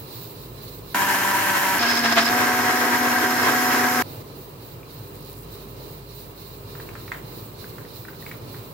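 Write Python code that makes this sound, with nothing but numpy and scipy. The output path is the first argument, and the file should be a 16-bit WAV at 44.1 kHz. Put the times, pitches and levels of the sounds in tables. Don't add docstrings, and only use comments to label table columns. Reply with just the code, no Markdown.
import sys
import numpy as np
from scipy import signal
from scipy.fft import rfft, irfft, next_fast_len
from scipy.io import wavfile
from scipy.ndimage import uniform_filter1d

SR = 44100
rng = np.random.default_rng(int(sys.argv[2]) if len(sys.argv) > 2 else 0)


def wav_out(sig):
    wavfile.write(sys.argv[1], SR, np.round(np.clip(np.atleast_2d(sig).T, -1, 1) * 32767).astype(np.int16))


N = 385377
TIME_S = np.arange(N) / SR
CHOP_S, ICE_S, SMOOTH_S, STOP_S, POUR_S = .9447, 1.79, 2.295, 4.025, 4.224

# (frequency [Hz], relative density [dB])
RUMBLE_SPECTRUM = [(25, -23), (70, -13), (100, 3), (145, 1), (195, -8.5), (300, -7), (410, -4.5),
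                   (560, -10), (750, -17), (1020, -14), (1500, -22), (2200, -26), (2700, -28.5),
                   (3200, -29.5), (8000, -37), (16000, -40)]
HISS_SPECTRUM = [(2000, -13), (3200, -9), (3850, 1), (4500, -3.5), (5600, -12), (8600, -20), (11500, -8),
                 (13500, -11.5), (16000, -4.5)]
WHISTLE_SPECTRUM = [(10000, -17.5), (12500, -11.5), (14200, -1.5), (14600, -3), (15100, 4.5), (16000, -2.5)]
# (frequency [Hz], correlation [-1..1])
ROOM_LIKENESS = [(60, 0.77), (130, 0.97), (290, 0.87), (640, 0.32), (1410, -0.27), (3100, 0.045),
                 (6820, -0.086), (15000, -0.047)]
# (frequency [Hz], base level [dB])
HUM_TONES = [(53.8, -49), (96.9, -67), (404, -51.5)]
# (start [s], one hiss crest [s], hiss [dB], rumble [dB], hum gain [dB])
ROOM_STEPS = [(0, 0.174, -48, -41, -8), (0.395, 0.647, -50, -42, 2), (0.933, 1.0, -51, -42, -13),
              (4.027, 4.12, -51.5, -40.5, -9), (4.23, 4.357, -51, -40.5, -1)]
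# (time [s], rumble and hiss gain [dB], hum gain [dB])
ROOM_DRIFT = [(4.8, -3, -2), (5.35, -1.1, 3.5), (7.3, -0.5, 2), (7.8, 0.5, -4), (8.7, -1.5, -3)]

# (start [Hz], end [Hz])
STAGE_SPEEDS = [(196.2, 191.8), (239, 235.5), (245.6, 246.5)]
# (churning [dB], air [dB], air left minus right [dB], glass ring [dB])
STAGE_LEVELS = [(-25.5, -33.5, -4.5, -55), (-26.5, -37, -2, -29), (-25, -34.5, -3, -39.5)]
# (multiple of speed, chop [dB], ice [dB], smooth [dB])
MOTOR_TONES = [(1, -38, -28, -28), (2, -45, -46, -39.5), (3, -38, -34.5, -26.5), (4, -35, -43, -56),
               (5, -27, -64, -61), (7, -35.5, -27, -67), (8, -31, -58, -67), (9, -32, -55, -44),
               (12, -39.5, -52, -55), (24, -58, -56, -41), (36, -65, -60, -54), (48, -40, -58, -41)]
# (frequency [Hz], correlation [-1..1])
NEAR_LIKENESS = [(60, 0.3), (290, 1), (640, 0.77), (1410, 0.33), (3100, 0.32), (5200, 0.37), (7000, .1),
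                 (15000, .05)]
# (frequency [Hz], left minus right [dB])
BLENDER_BALANCE = [(60, -9), (120, 5), (240, -0.5), (480, -1), (950, 1.5), (1890, 1), (3770, -1), (7520, 1),
                   (15000, -3)]
# (frequency [Hz], left lead [rad])
BLENDER_PHASE = [(100, 0.19), (700, 0.55), (2000, 0.4), (5000, 2.2), (9000, 2.1), (15000, 5.7)]
# (frequency [Hz], relative density [dB])
CHOP_SPECTRUM = [(40, -36), (100, -16), (210, -11), (280, -1), (500, -13), (720, -7), (960, 4),
                 (1180, -3.5), (1650, -1), (2300, -7), (2900, -7), (3600, -13.5), (6500, -17.5),
                 (8500, -16), (15000, -21.5)]
ICE_SPECTRUM = [(40, -44), (100, -23), (200, -39), (270, 0), (520, -7), (800, -4.5), (1000, -0.5),
                (1650, -1.5), (2400, -6.5), (3500, -9), (5000, -12), (6500, -26), (8500, -21.5),
                (15000, -28)]
SMOOTH_SPECTRUM = [(40, -44), (110, -10), (195, -15.5), (270, 0), (390, -2), (580, -7), (800, -5),
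                   (980, 0.5), (1170, -1.5), (1650, -0.5), (2300, -8.5), (2900, -11.5), (3600, -15),
                   (6500, -20), (8500, -20.5), (15000, -33)]
AIR_SPECTRUM = [(3000, -37), (5000, -4.5), (7500, -4.5), (8600, -24), (10000, -6), (11200, -10),
                (12200, -0.5), (13500, -1.5), (14200, -1.5), (16000, -12)]
# (frequency [Hz], width [Hz], lift [dB])
BODY_MODES = [(270, 15, 1.5), (380, 18, 4.5), (683, 28, 7), (960, 20, 7), (1300, 20, 1.5), (1580, 33, 9),
              (1660, 26, 7.5), (1790, 47, 2.5), (1930, 120, 6.5), (2350, 32, 4.5)]
# (frequency [Hz], width [Hz], relative level [dB])
JAR_MODES = [(5170, 120, 10.5), (5200, 180, -8), (4680, 160, -8), (4270, 100, -19), (6230, 530, -11),
             (1530, 78, 3)]
# (time [s], churning gain [dB], half-width [s])
LEVEL_SURGES = [(0.985, 1, .03), (1.05, -1.5, 0.021), (1.112, 2, .02), (1.566, 2.5, .02),
                (1.907, 2.5, 0.027), (2.02, -3, 0.016), (2.125, 3, 0.0089), (2.15, -4, 0.0099),
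                (2.265, -2, .025), (2.402, 2, 0.045), (2.689, 1.5, .03), (2.77, -1.5, 0.035),
                (3.304, -0.5, .04), (3.472, 3, .065), (3.74, 2.5, 0.043)]
# (time [s], peak grip [dB], half-width [s])
ICE_CATCHES = [(1.83, -24, 0.023), (1.978, -24, .008), (2.059, -22, 0.0182), (2.127, -21, 0.0081),
               (2.137, -40, 0.0073), (2.176, -24, 0.016), (2.187, -16.5, 0.015), (2.225, -24, 0.00856),
               (2.281, -26.5, 0.013), (2.425, -38, 0.0052), (2.59, -32, 0.0032)]
# (frequency [Hz], relative density [dB])
CRUNCH_SPECTRUM = [(150, -36), (450, -15.5), (690, 4), (820, 1), (1300, 8), (2000, 5), (2850, 1),
                   (3600, -0.5), (5200, -9), (6700, -7), (10000, -25.5), (16000, -38)]

# (time [s], base level [dB], pitch [Hz], splash share [ratio])
JUICE_PLOPS = [(4.829, -41, 2420, 0.17), (6.7512, -32.5, 1480, 0.37), (6.7984, -31.5, 1500, .33),
               (6.888, -34, 2400, .5), (6.952, -31, 1500, 0.53), (7.078, -33, 2100, 0.4),
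               (7.1171, -16.2, 1900, .24), (7.145, -34.5, 1630, 0.28), (7.6406, -34.5, 1530, 0.23),
               (7.7819, -31, 1600, 0.28), (7.849, -41.5, 1820, .2), (8.0493, -34, 1670, 0.3),
               (8.083, -30.5, 1520, 0.23), (8.13, -36, 1430, 0.22), (8.2225, -36.5, 1820, 0.25),
               (8.2618, -30.5, 2210, 0.45), (8.312, -27.5, 2100, .33), (8.543, -36, 1640, 0.55)]
# (delay [s], left gain [ratio], right gain [ratio])
PLOP_ECHOES = [(.0011, 0.76, 1.47), (.0022, .1, 0.64), (.0032, 1, 0.19), (.0042, 0.093, 0.54),
               (.0058, .45, .1), (.0089, 0.75, 0.11), (0.029, 0.46, 0.15)]
# (frequency [Hz], relative density [dB])
SPLASH_SPECTRUM = [(300, -20), (800, 2), (1350, 8), (2100, 2.5), (2700, -4), (3600, -7), (5000, -21),
                   (7500, -12), (12000, -32)]
FIZZ_SPECTRUM = [(4000, -25), (7000, -8), (10500, -3), (12500, 0), (15000, -8)]


def gain_of(db):
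    return 10 ** (np.asarray(db) / 20)


def unit_rms(x):
    return x / np.sqrt(np.mean(np.atleast_2d(x).mean(0) ** 2) + 1e-20)


def at_hz(points, hz):
    points_hz, values = np.transpose(points)
    return np.interp(np.log(hz + 1), np.log(points_hz + 1), values)


def curves(rows):
    times_s, *columns = np.transpose(rows)
    return [np.interp(TIME_S, times_s, column) for column in columns]


def bump(centre_s, half_width_s):
    return np.exp(-((TIME_S - centre_s) / half_width_s) ** 2)


def pulse(age_s, rise_s):
    return age_s / rise_s * np.exp(1 - age_s / rise_s)


def wander(rate_hz):
    width = max(int(SR / rate_hz / 2), 2)
    return unit_rms(uniform_filter1d(uniform_filter1d(rng.standard_normal(N), width), width))


def white():
    return rng.standard_normal((2, N))


def impacts(per_s, spread_db):
    size = gain_of(spread_db * np.minimum(rng.exponential(1, N), 4))
    struck = rng.random(N) < per_s / SR
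    return unit_rms(size * struck * white())


def filtered(x, response):
    size = next_fast_len(N + 4096, True)
    return irfft(rfft(x, size) * response(np.fft.rfftfreq(size, 1 / SR)), size)[..., :N]


def coloured(x, spectrum):
    return unit_rms(filtered(x, lambda hz: gain_of(at_hz(spectrum, hz))))


def paired(x, likeness):
    def weights(hz):
        angle_rad = np.arccos(np.clip(at_hz(likeness, hz), -1, 1)) / 2
        return np.array([np.cos(angle_rad), np.sin(angle_rad)])
    mid, side = filtered(x, weights)
    return np.array([mid + side, mid - side])


def rippled(x, depth_db, width_hz):
    grid_hz = np.arange(0, SR / 2, max(width_hz, 10))
    ripple = rng.standard_normal((2, SR // 20 + 1))[:, :len(grid_hz)]
    ripple_db = depth_db * ripple * np.clip(grid_hz / 2500, 0, 1)
    return unit_rms(filtered(x, lambda hz: gain_of([np.interp(hz, grid_hz, db) for db in ripple_db])))


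def swell(since_crest_s, depth_db, rate_hz=3.34, skew=.19, flatten=.25):
    phase_rad = 2 * np.pi * rate_hz * since_crest_s
    return depth_db * (np.cos(phase_rad) - skew * np.sin(2 * phase_rad) - flatten * np.cos(2 * phase_rad))


def room_noise(spectrum):
    return coloured(rippled(paired(white(), ROOM_LIKENESS), depth_db=5, width_hz=60), spectrum)


def room(whistle_lag_s=.054):
    step = np.searchsorted([row[0] for row in ROOM_STEPS[1:]], TIME_S)
    _, crest_s, hiss_db, rumble_db, hum_db = np.array(ROOM_STEPS)[step].T
    drift_db, hum_drift_db = np.array(curves(ROOM_DRIFT)) * (TIME_S > POUR_S)
    rumble = gain_of(rumble_db + drift_db + 1.34 * wander(2.5)) * room_noise(RUMBLE_SPECTRUM)
    hum = sum(gain_of(db) * (1 + .15 * wander(10)) * np.sin(2 * np.pi * hz * TIME_S + .6 * wander(2))
              for hz, db in HUM_TONES)
    hum *= gain_of(hum_db + hum_drift_db)
    swell_db = swell(TIME_S - crest_s, depth_db=3.5) + 1.5 * wander(22)
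    hiss = gain_of(hiss_db + drift_db + swell_db) * room_noise(HISS_SPECTRUM)
    flutter_db = swell(TIME_S - crest_s - whistle_lag_s, depth_db=3) + 1.9 * wander(20)
    whistle = gain_of(hiss_db + drift_db + 3.5 + flutter_db) * room_noise(WHISTLE_SPECTRUM)
    return (rumble + hum) * gain_of([[-.5], [.5]]) + (hiss + whistle) * gain_of([[-2.3], [2.3]])


def blender(ring_per_surge=.81):
    edges_s = [CHOP_S, ICE_S, SMOOTH_S, STOP_S]
    gates = np.array([np.clip(np.minimum(TIME_S - on_s, off_s - TIME_S) * 1000, 0, 1)
                      for on_s, off_s in zip(edges_s, edges_s[1:])])
    running = gates.sum(0)
    churn_db, air_db, pan_db, ring_db = np.transpose(STAGE_LEVELS) @ gates / np.maximum(running, 1e-9)
    surge_db = sum(db * bump(at_s, half_s) for at_s, db, half_s in LEVEL_SURGES)
    grip = sum(gain_of(db) * bump(at_s, half_s) for at_s, db, half_s in ICE_CATCHES)
    shaft_rad = shaft_angle(edges_s, gates, grip)
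    beat = 1 + (np.array([.16, .12, .04]) @ gates) * np.cos(shaft_rad)
    return (running * cooling_air(beat, air_db, pan_db)
            + motor(shaft_rad, gates)
            + churning(beat, gates, churn_db + surge_db)
            + running * jar_ring(ring_db + ring_per_surge * surge_db)
            + ice_crunch(shaft_rad, grip))


def shaft_angle(edges_s, gates, grip, sag_hz_per_grip=99.05, recover_s=.039):
    free_hz, = curves([(edges_s[stage + end], hz)
                       for stage, pair in enumerate(STAGE_SPEEDS) for end, hz in enumerate(pair)])
    pole = np.exp(-1 / (recover_s * SR))
    sag_hz = sag_hz_per_grip * signal.lfilter([1 - pole], [1, -pole], grip)
    jitter = (np.array([.009, .014, .004]) @ gates) * wander(54.5)
    return 2 * np.pi * np.cumsum((free_hz - sag_hz) * (1 + jitter)) / SR


def placed(x):
    side = np.array([[.5], [-.5]])
    return filtered(x, lambda hz: gain_of(side * at_hz(BLENDER_BALANCE, hz))
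                    * np.exp(1j * side * at_hz(BLENDER_PHASE, hz)))


def cooling_air(beat, level_db, pan_db, shift_s=3.47, shift_ramp_s=.03):
    rush = rippled(paired(white(), NEAR_LIKENESS) * beat, depth_db=5.5, width_hz=55)
    shift_db = np.outer([-2, 3.5], (1 + np.tanh((TIME_S - shift_s) / shift_ramp_s)) / 2)
    sides_db = shift_db + np.outer([.5, -.5], pan_db)
    return gain_of(level_db + sides_db + .6 * wander(12)) * coloured(rush, AIR_SPECTRUM)


def motor(shaft_rad, gates, hum_hz=100):
    tones = np.zeros(N)
    for multiple, *stage_db in MOTOR_TONES:
        amplitude = (gain_of(stage_db) @ gates) * (1 + .24 * wander(21))
        tones += amplitude * np.cos(round(multiple) * shaft_rad + 2 * np.pi * rng.random())
    hum = gain_of(-48) * gates.sum(0) * np.sin(2 * np.pi * hum_hz * TIME_S)
    return placed(tones) + hum


def body(x):
    return filtered(x, lambda hz: gain_of(sum(db / (1 + (2 * (hz - mode_hz) / width_hz) ** 2)
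                                              for mode_hz, width_hz, db in BODY_MODES)))


def churning(beat, gates, level_db):
    hits = unit_rms(white()) + .59 * impacts(per_s=2500, spread_db=2.5)
    beaten = placed(paired(hits, NEAR_LIKENESS)) * beat
    churn = rippled(body(beaten), depth_db=3, width_hz=55)
    chop, ice, smooth = gates
    staged = (chop * gain_of(1.63) * coloured(churn, CHOP_SPECTRUM)
              + ice * gain_of(2.4) * coloured(churn, ICE_SPECTRUM)
              + smooth * gain_of(2.5) * coloured(churn, SMOOTH_SPECTRUM))
    return gain_of(level_db + .85 * wander(23)) * staged


def jar_ring(level_db):
    chips = rippled(impacts(per_s=2300, spread_db=2.5), depth_db=4.5, width_hz=45)
    ring = filtered(chips, lambda hz: sum(gain_of(db) / (1 + 2j * (hz - mode_hz) / width_hz)
                                          for mode_hz, width_hz, db in JAR_MODES))
    return gain_of(level_db + 1.2 * wander(27)) * gain_of([[-5.5], [1.5]]) * unit_rms(ring)


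def ice_crunch(shaft_rad, grip):
    blows = np.exp(4 * np.cos(shaft_rad))
    blows = coloured(blows - blows.mean(), CRUNCH_SPECTRUM)
    grinding = placed(paired(white(), NEAR_LIKENESS)) * np.exp(np.cos(2 * shaft_rad))
    return grip * (.93 * coloured(grinding, CRUNCH_SPECTRUM) + blows / 2)


def plops():
    local_s = TIME_S[:SR // 10]
    pops, splash_envelope = np.zeros((2, N)), np.zeros(N)
    paths = [(.0032, 1, 1)] + list(PLOP_ECHOES)
    for at_s, db, hz, share in JUICE_PLOPS:
        start = round(at_s * SR)
        span = slice(start, start + len(local_s))
        splash_envelope[span] += share * gain_of(db) * (pulse(local_s, .0022) + .28 * pulse(local_s, .02))
        for delay_s, left, right in paths:
            age_s = np.maximum(local_s - delay_s * (1 + .029 * rng.standard_normal()), 0)
            envelope = gain_of(db - 3) * (pulse(age_s, .00048) + .049 * pulse(age_s, .0022))
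            pops[:, span] += np.outer([left, right], envelope * np.sin(2 * np.pi * hz * age_s))
    splash = coloured(paired(white(), NEAR_LIKENESS), SPLASH_SPECTRUM)
    return pops + gain_of(-4.5) * splash_envelope * splash


def kitchen_tail(x, t60_s, taps_per_s=3000):
    delay_s = TIME_S[:SR // 2]
    shape = (2, len(delay_s))
    taps = rng.standard_normal(shape) * (rng.random(shape) < taps_per_s / SR)
    taps *= gain_of(-60 * delay_s / t60_s) * (delay_s > .006)
    return signal.fftconvolve(x, taps / np.linalg.norm(taps[0]), axes=1)[:, :N]


def fizz():
    ticks = coloured(impacts(per_s=340, spread_db=-2), FIZZ_SPECTRUM)
    return gain_of(-54) * bump(centre_s=5.3, half_width_s=.2) * ticks


def scene():
    blending = blender()
    drops = plops()
    pour = drops + fizz() + gain_of(-8) * kitchen_tail(drops, t60_s=.33)
    return blending + pour + room()


def record(dry):
    drive, cutoff_hz = 1.1, 15900
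    rounded = np.tanh(dry * drive) / drive
    lowpass = signal.firwin(511, cutoff_hz, window=("kaiser", 9), fs=SR)
    return signal.oaconvolve(rounded, lowpass[None], "same", axes=1)


dry = scene()
out = record(dry)
wav_out(out)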